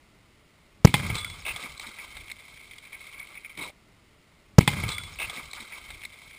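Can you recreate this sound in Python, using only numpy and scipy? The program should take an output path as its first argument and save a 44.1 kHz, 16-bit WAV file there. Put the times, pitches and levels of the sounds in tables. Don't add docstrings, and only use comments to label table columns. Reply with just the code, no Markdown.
import sys
import numpy as np
from scipy import signal
from scipy.fft import rfft, irfft
from scipy.io import wavfile
from scipy.ndimage import uniform_filter1d

SR = 44100
rng = np.random.default_rng(int(sys.argv[2]) if len(sys.argv) > 2 else 0)


def digitize_waveform(pressure):
    field = np.atleast_2d(pressure).T
    bounded = np.clip(field, -1, 1)
    quanta = np.round(bounded * 32767).astype(np.int16)
    wavfile.write(sys.argv[1], SR, quanta)


def linear_from_db(decibels):
    return 10 ** (np.asarray(decibels, float) / 20)


N = 281358
T = np.arange(N) / SR


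def evened(x):
    return x / np.sqrt(np.mean(x ** 2) + 1e-20)


def add(mix, s, sound):
    part = mix[round(s * SR):][:len(sound)]
    part += sound[:len(part)]


def resonate(x, hz, width):
    turn = np.exp(2j * np.pi * np.cumsum(hz * np.ones(len(x))) / SR)
    r = np.exp(-np.pi * width / SR)
    return 2 * (turn * signal.lfilter([1 - r], [1, -r], x / turn)).real


def band(x, lo_hz, hi_hz):
    return signal.sosfilt(signal.butter(2, [lo_hz, hi_hz], "bandpass", fs=SR, output="sos"), x)


def colour(x, points):
    f, db = np.transpose(points)
    hz = abs(np.fft.fftfreq(4096, 1 / SR))
    gain_db = np.interp(np.log(hz + 1), np.log(f + 1), db)
    log_gain = np.log(linear_from_db(np.maximum(gain_db, -60)))
    taps = np.fft.ifft(np.exp(np.conj(signal.hilbert(log_gain)))).real[:2048]
    return signal.oaconvolve(x, taps)[:len(x)]


def burst(s, hold, rise, fall_db_per_s):
    t = T - s
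    return np.clip(t / rise, 0, 1) ** 2 * linear_from_db(-2 * fall_db_per_s * np.maximum(t - hold, 0))


def housing(x):
    # (frequency [Hz], level [dB per Hz])
    air = [(120, -39.5), (200, -9), (841, -17), (1330, -11), (1760, -30), (2090, -0.5), (2240, 0.5),
           (2860, -39.5), (3070, -4.5), (3910, -16.5), (5990, -29.5), (7790, -57), (13200, -120)]
    # (frequency [Hz], width [Hz], level [dB])
    case = [(1250, 310, -7), (1610, 150, -7.5), (2209, 160, 2.5), (3484, 160, -8), (3830, 72, -8.5),
            (5270, 88, -20.5)]
    return 0.7 * colour(x, air) + sum(linear_from_db(db) * resonate(x, hz, width) for hz, width, db in case)


def patter(per_s, spread_db, tail_ms):
    size = linear_from_db(spread_db * np.minimum(rng.exponential(1, N), 3))
    size = size * (rng.random(N) < per_s / SR)
    puff = np.exp(-np.arange(2000) / SR * 1000 / tail_ms)
    power = signal.oaconvolve(size ** 2, puff)[:N].clip(0) + 1.1
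    return np.sqrt(power) * rng.standard_normal(N)


def night_air():
    # (frequency [Hz], level [dB per Hz])
    night = [(12, -35.5), (20, 3), (126, -4), (207, -6.5), (283, -9), (318, -8.5), (434, -11), (489, -16),
             (606, -12), (752, -16), (1330, -14.5), (1650, -20.5), (2100, -11), (2420, -16.5),
             (5990, -23.5), (7790, -54), (13200, -120)]
    return linear_from_db(-59.5) * evened(colour(rng.standard_normal(N), night))


def boom():
    # (time [s],
    # level [dB], hold [s])
    rolls = [(0.79, -57, .06), (0.862, -30.5, 0.031), (0.932, -34, 0.089), (1.019, -34, .14),
             (1.194, -45.5, 0.145), (1.353, -51, 0.097), (1.48, -49.5, 0.078), (1.682, -52.5, 0.061),
             (1.818, -58.5, 0.054), (2.042, -61, 0.082), (2.14, -52, 0.093), (2.263, -64, 0.11),
             (2.502, -64, 0.057), (2.65, -65.5, 0.035)]
    from_hz, to_hz, sinks_at_s, sink_s = 140, 48, 0.97, .22
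    rise_s, fall_db_per_s = .012, 450
    hz = to_hz + (from_hz - to_hz) * np.exp(-np.maximum(T - sinks_at_s, 0) / sink_s)
    roll = evened(resonate(resonate(rng.standard_normal(N), hz, 50), hz, 65))
    rumble = evened(band(rng.standard_normal(N), 30, 75))
    body = evened(band(rng.standard_normal(N), 55, 200))
    roll = roll + 0.29 * rumble + 1.3 * (hz / from_hz) ** 1.83 * body
    roll = roll / np.sqrt(uniform_filter1d(roll ** 2, 3000) + 1e-12)
    power = sum(linear_from_db(2 * db) * burst(s, hold, rise_s, fall_db_per_s) for s, db, hold in rolls)
    return np.sqrt(power) * roll


def rain():
    # (time [s], ring [dB], hold [s], heavy pieces re ring [dB], grit re ring [dB])
    showers = [(0.844, -42, 0.045, -5, -1), (0.937, -35.5, 0.038, -5.5, -2), (1.018, -39, 0.11, -3, -5),
               (1.141, -41, 0.032, -2.5, 2), (1.24, -50.5, 0.13, -5, -1.5), (1.458, -41.5, 0.08, -4.5, -4),
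               (1.554, -44, 0.1, -1, -2), (1.804, -50, 0.11, -1.5, 2), (1.971, -47, 0.075, -4.5, -4.5),
               (2.101, -50.5, .12, -8, -5), (2.393, -57, 0.09, -6.5, -9), (2.52, -54, .13, -12.5, -10),
               (2.694, -57, 0.027, -16, -4.5), (2.828, -51, 0.047, -8, -6.5),
               (2.917, -48.5, 0.027, -5, -8.5), (3.002, -49, 0.092, -8.5, -4.5),
               (3.122, -48.5, 0.12, -7.5, -9.5), (3.278, -51, 0.1, -9, -6.5),
               (3.436, -53.5, 0.087, -9, -17), (3.57, -40, 0.083, -7.5, -4)]
    rise_s, fall_db_per_s = 0.0062, 167.5
    drizzle_s, drizzle_db, drizzle_fall_db_per_s = 1, np.array([-51.5, -52, -50]), (2.5, 7, 4)
    sand_fall_db_per_s = 2.5

    level_db = drizzle_db[:, None] - np.outer(drizzle_fall_db_per_s, T - drizzle_s)
    power = linear_from_db(2 * level_db) * (T > drizzle_s)
    for s, db, hold, heavy_db, grit_db in showers:
        layers_db = db + np.array([[0], [heavy_db], [grit_db]])
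        power = power + linear_from_db(2 * layers_db) * burst(s, hold, rise_s, fall_db_per_s)
    clumps = evened(uniform_filter1d(uniform_filter1d(rng.standard_normal((3, N)), 450), 600))

    hits = housing(patter(220, 1.8, 3.0))
    grit = housing(patter(450, 3.6, 1.6))
    sand = evened(band(rng.standard_normal(N), 4200, 5700))
    sand = sand * grit.std() * linear_from_db(-3 - sand_fall_db_per_s * (T - drizzle_s))
    ring = band(band(hits, 1893, 2750), 1850, 2900)
    heavy = band(hits + 0.92 * grit, 370, 1550)
    ticks = band(grit + .4 * hits + .25 * sand, 2900, 7000)
    parts = ring, heavy, ticks
    return sum(np.sqrt(g) * linear_from_db(1.45 * c) * evened(p) for p, g, c in zip(parts, power, clumps))


def shock():
    # (time [s], pressure step [full scale], rise [ms], sag [ms], crackle [dB], crackle decay [ms])
    fronts = [
        (.84847, -1.04, .09, 4.4, -34, .6),
        (.85100, 2.72, .55, 2.9, -30, .4),
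        (.85458, -.85, .09, 9.0, -17, 2.0),
        (.85500, -.62, .5, 9.0, -19, 2.5),
    ]
    flutter_s, flutter_hz, flutter_size, flutter_ms = .85126, 5750, .85, .14
    dive_s, dive_ms = .8558, 1.25
    out = np.zeros(N)
    t = np.arange(800) / SR * 1000
    for s, step, rise_ms, sag_ms, crackle_db, crackle_ms in fronts:
        add(out, s, step * np.exp(-t / sag_ms) * (1 - np.exp(-(t / rise_ms) ** 2)))
        crackle = evened(resonate(rng.standard_normal(800), 2900, 1400))
        add(out, s, linear_from_db(crackle_db) * np.exp(-t / crackle_ms) * crackle)
    since = T - flutter_s
    swell = np.exp(-(since * 1000 / flutter_ms) ** 2 / 2)
    out -= flutter_size * np.cos(2 * np.pi * flutter_hz * since) * swell
    return out * np.exp(-np.maximum(T - dive_s, 0) * 1000 / dive_ms)


def slaps():
    # (time [s], push [dB], push frequency [Hz], crack [dB], crack t60 [s])
    slap_echoes = [
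        (0.8713, -14.5, 172, -26, 0.074),
        (0.9412, -11, 145, -14.5, 0.037),
        (.9480, -23.5, 120, -24, 0.058),
        (1.1, -17.5, 130, -33, 0.037),
        (1.1531, -25.5, 127, -37, 0.054),
    ]
    out, t = np.zeros(N), np.arange(SR // 5) / SR
    for s, push_db, hz, crack_db, t60 in slap_echoes:
        swing = np.cos(2 * np.pi * hz * t) * np.exp(-t * hz * 1.3)
        add(out, s, -linear_from_db(push_db) * swing * (1 - np.exp(-t / 0.00083)))
        noise = rng.standard_normal(len(t))
        crack = housing(noise) + 0.77 * band(noise, 1600, 3800) + .9 * band(noise, 700, 1050)
        add(out, s - 4e-4, linear_from_db(crack_db - 60 * t / t60) * evened(band(crack, 199, 5200)))
    return out


def jolt():
    # (frequency [Hz], level [dB], t60 [s])
    body_modes = [(560, -21.5, 0.022), (835, -18.5, 0.04), (986, -17, 0.037), (2090, -18, 0.083),
                  (2150, -29.5, 0.035), (2475, -19.5, 0.038), (3460, -14, 0.029), (4395, -23.5, .02)]
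    jolt_s, dip_db, dip_ms = .9412, -3, 0.071
    rebound_s, rebound_db = .0029, -15
    out, t = np.zeros(N), np.arange(4000) / SR
    dip = -linear_from_db(dip_db) * np.exp(-(t * 1000 / dip_ms - 2) ** 2 / 2)
    add(out, jolt_s + rebound_s, linear_from_db(rebound_db) * dip)
    shake = sum(linear_from_db(db - 60 * t / t60) * np.sin(2 * np.pi * hz * t) for hz, db, t60 in body_modes)
    add(out, jolt_s, dip + shake)
    return out


def landings():
    # (time [s], peak [dB], thud [dB], tick [dB])
    clunks = [(.9948, -21.5, -3, -13), (1.0304, -30, 0, -13), (1.0978, -19.5, -8, -13),
              (1.1805, -21, -12, -5.5), (1.4508, -22.5, -11, -17), (1.4622, -18.5, -12, -15),
              (1.4805, -19, -8, -11), (1.56, -28.5, -4, -0.5), (1.6333, -25, -13, -23),
              (1.8658, -31, -14, -4), (1.8876, -34, -17, -9.5), (1.9855, -23.5, -16.5, -20),
              (2.012, -30, -22, -23), (2.1667, -25.5, -11, -8.5), (2.2988, -26, -17.5, -16.5),
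              (2.3951, -36, -16, -11), (2.9275, -24, -23, -19), (2.9439, -27, -24, -20),
              (3.1975, -25.5, -12, -27), (3.3519, -30, -16, -17.5), (3.3719, -27, -29, -21),
              (3.4463, -22.5, -34, -23), (3.59, -31, -14, -14), (3.6074, -31, -6, -18)]
    # (time [s], peak [dB])
    chips = [(1.0696, -32), (1.333, -36), (1.353, -35), (1.419, -33), (1.6179, -28), (1.6538, -31),
             (1.7471, -37), (1.9632, -35.5), (2.1182, -37), (2.1462, -36), (2.207, -35), (2.2789, -31.5),
             (2.4495, -40), (2.4799, -36.5), (2.5418, -41), (2.5732, -33), (2.7099, -30), (2.7333, -32.5),
             (2.8251, -39), (2.8511, -34), (3.0002, -36), (3.0387, -35), (3.0524, -33.5), (3.0677, -30.5),
             (3.1314, -30), (3.2701, -34), (3.314, -49), (3.4936, -33), (3.5506, -41)]
    # (time [s], peak [dB], thud [dB], tick [dB])
    snaps = [
        (1.1541, -19, -14, -5),
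        (1.2457, -14.5, -19, -17.5),
        (1.2996, -26.5, -22, -8),
        (1.777, -36.5, -13, 0),
        (1.797, -22.5, -9.5, -8.5),
        (2.3157, -20, -30, -9.5),
        (2.7832, -31.5, -21, -5.5),
        (3.1945, -33, -15, -7),
        (3.5759, -23, -28, -14),
    ]
    tick_hz, tick_hz_per_db, tick_spread_hz = 3794, 24, 290
    edge_ms, click_db = 0.88, -5
    pieces = [(*row, .018, 0.052, True) for row in snaps]
    pieces += [(*row, 0.061, 0.65, False) for row in clunks]
    pieces += [(*row, -22, -12.5, 0.033, 0.65, False) for row in chips]

    out, t = np.zeros(N), np.arange(3000) / SR
    for s, db, thud_db, tick_db, t60, rise_ms, hard_edge in pieces:
        noise = rng.standard_normal(3002)
        hz = tick_hz + tick_hz_per_db * tick_db + tick_spread_hz * np.sin(np.pi * noise[1])
        blow = noise[2:] * linear_from_db(-60 * t / t60) * (1 - np.exp(-t * 1000 / rise_ms))
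        knock = resonate(resonate(blow, 2230 + 70 * noise[0], 240), 2217, 370)
        tick = evened(resonate(resonate(blow, hz, 370), hz, 1100)) + 0.5 * evened(band(blow, 2800, 6400))
        thud = band(band(blow, 560, 1820), 340, 1900)
        knock, tick, thud = (v / abs(v).max() for v in (knock, tick, thud))
        add(out, s - 2e-4, linear_from_db(db - 7.0) * (knock + linear_from_db(tick_db + 9.5) * tick + linear_from_db(thud_db + 2) * thud))
        if hard_edge:
            click = band(noise[2:] * np.exp(-t * 1000 / edge_ms), 1100, 4900)
            add(out, s - 2e-4, linear_from_db(db + click_db + 0.55 * tick_db) * click / abs(click).max())
    return out


def plate():
    # (frequency [Hz], drift [Hz/s], level [dB], t60 [s])
    plate_modes = [(1217, 0, -41, .45), (3408, 0, -40, 1.3), (3476, -300, -37, .9), (3978, 0, -52, .4)]
    out, t = np.zeros(N), np.arange(SR // 4) / SR
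    ring = 0
    for hz, drift, db, t60 in plate_modes:
        ring = ring + linear_from_db(db - 60 * t / t60) * np.sin(2 * np.pi * (hz + drift * t / 2) * t)
    fade = signal.windows.tukey(2 * len(t), .45)[len(t):]
    add(out, 1.163, ring * (1 - np.exp(-t / 0.0037)) * fade)
    return out


def skids():
    # (time [s], length [s], level [dB], pitch [Hz], width [Hz])
    ice_skids = [(1.4, 0.015, -50, 5300, 260), (1.24, 0.033, -47, 1400, 68),
                 (1.449, 0.0789, -35, 2550, 330), (1.455, 0.071, -49, 1120, 1500),
                 (1.627, 0.049, -51, 230, 90), (1.83, 0.034, -47, 1300, 500),
                 (2.291, 0.022, -46.5, 2270, 300), (3.264, 0.051, -67.5, 4300, 140),
                 (3.573, 0.055, -46.5, 230, 250), (3.572, .12, -57.5, 127, 90),
                 (3.15, 0.061, -60.5, 80, 47), (1.86, 0.0474, -55, 231, 120),
                 (3.596, 0.081, -48.5, 985, 130), (3.609, 0.052, -43.5, 3840, 300),
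                 (3.629, 0.087, -51.5, 490, 410)]
    out = np.zeros(N)
    for s, length, db, hz, width in ice_skids:
        chatter = patter(400, 1.0, 1.8)[:round(length * SR)]
        scrape = evened(resonate(resonate(chatter, hz, width), hz, 2 * width))
        add(out, s, linear_from_db(db) * scrape * signal.windows.tukey(len(chatter), .15))
    return out


def scene():
    cut_s = 3.702
    before_cut = np.exp(-np.maximum(T - cut_s, 0) / 0.0056)
    night = night_air()
    airborne = rain() + slaps() + landings() + skids()
    airborne = airborne - 0.45 * resonate(airborne, 1802, 260)
    blast = boom() + shock() + jolt() + airborne + plate()
    return (blast * before_cut + night)[None]


def band_limit(x):
    return signal.sosfilt(signal.butter(12, 16320, fs=SR, output="sos"), x)


def record(dry):
    # (frequency [Hz], level [dB])
    worn_top = [(20, 0.5), (10300, -0.5), (11300, 1), (12000, -4), (12900, -0.5), (14000, -2),
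                (15100, -1.5), (15450, -34.5), (16500, -42.5)]
    replay_s, hiss_db = 164752 / 44100, -88.5
    overloaded = signal.resample_poly(dry[0], 40, 147).clip(-1, 1)
    held = signal.resample_poly(np.repeat(overloaded, 4), 147, 160)[:N]
    held = np.pad(held, (0, N - len(held))) + linear_from_db(hiss_db) * rng.standard_normal(N)
    hz, db = np.transpose(worn_top)
    gain = linear_from_db(np.interp(np.fft.rfftfreq(N, 1 / SR), hz, db))
    held = irfft(rfft(held) * gain, N)
    replay = np.roll(held, round(replay_s * SR))
    played = np.where(T < replay_s, held, replay).clip(-1, 1)
    return band_limit(played[None])


dry = scene()
out = record(dry)
digitize_waveform(out)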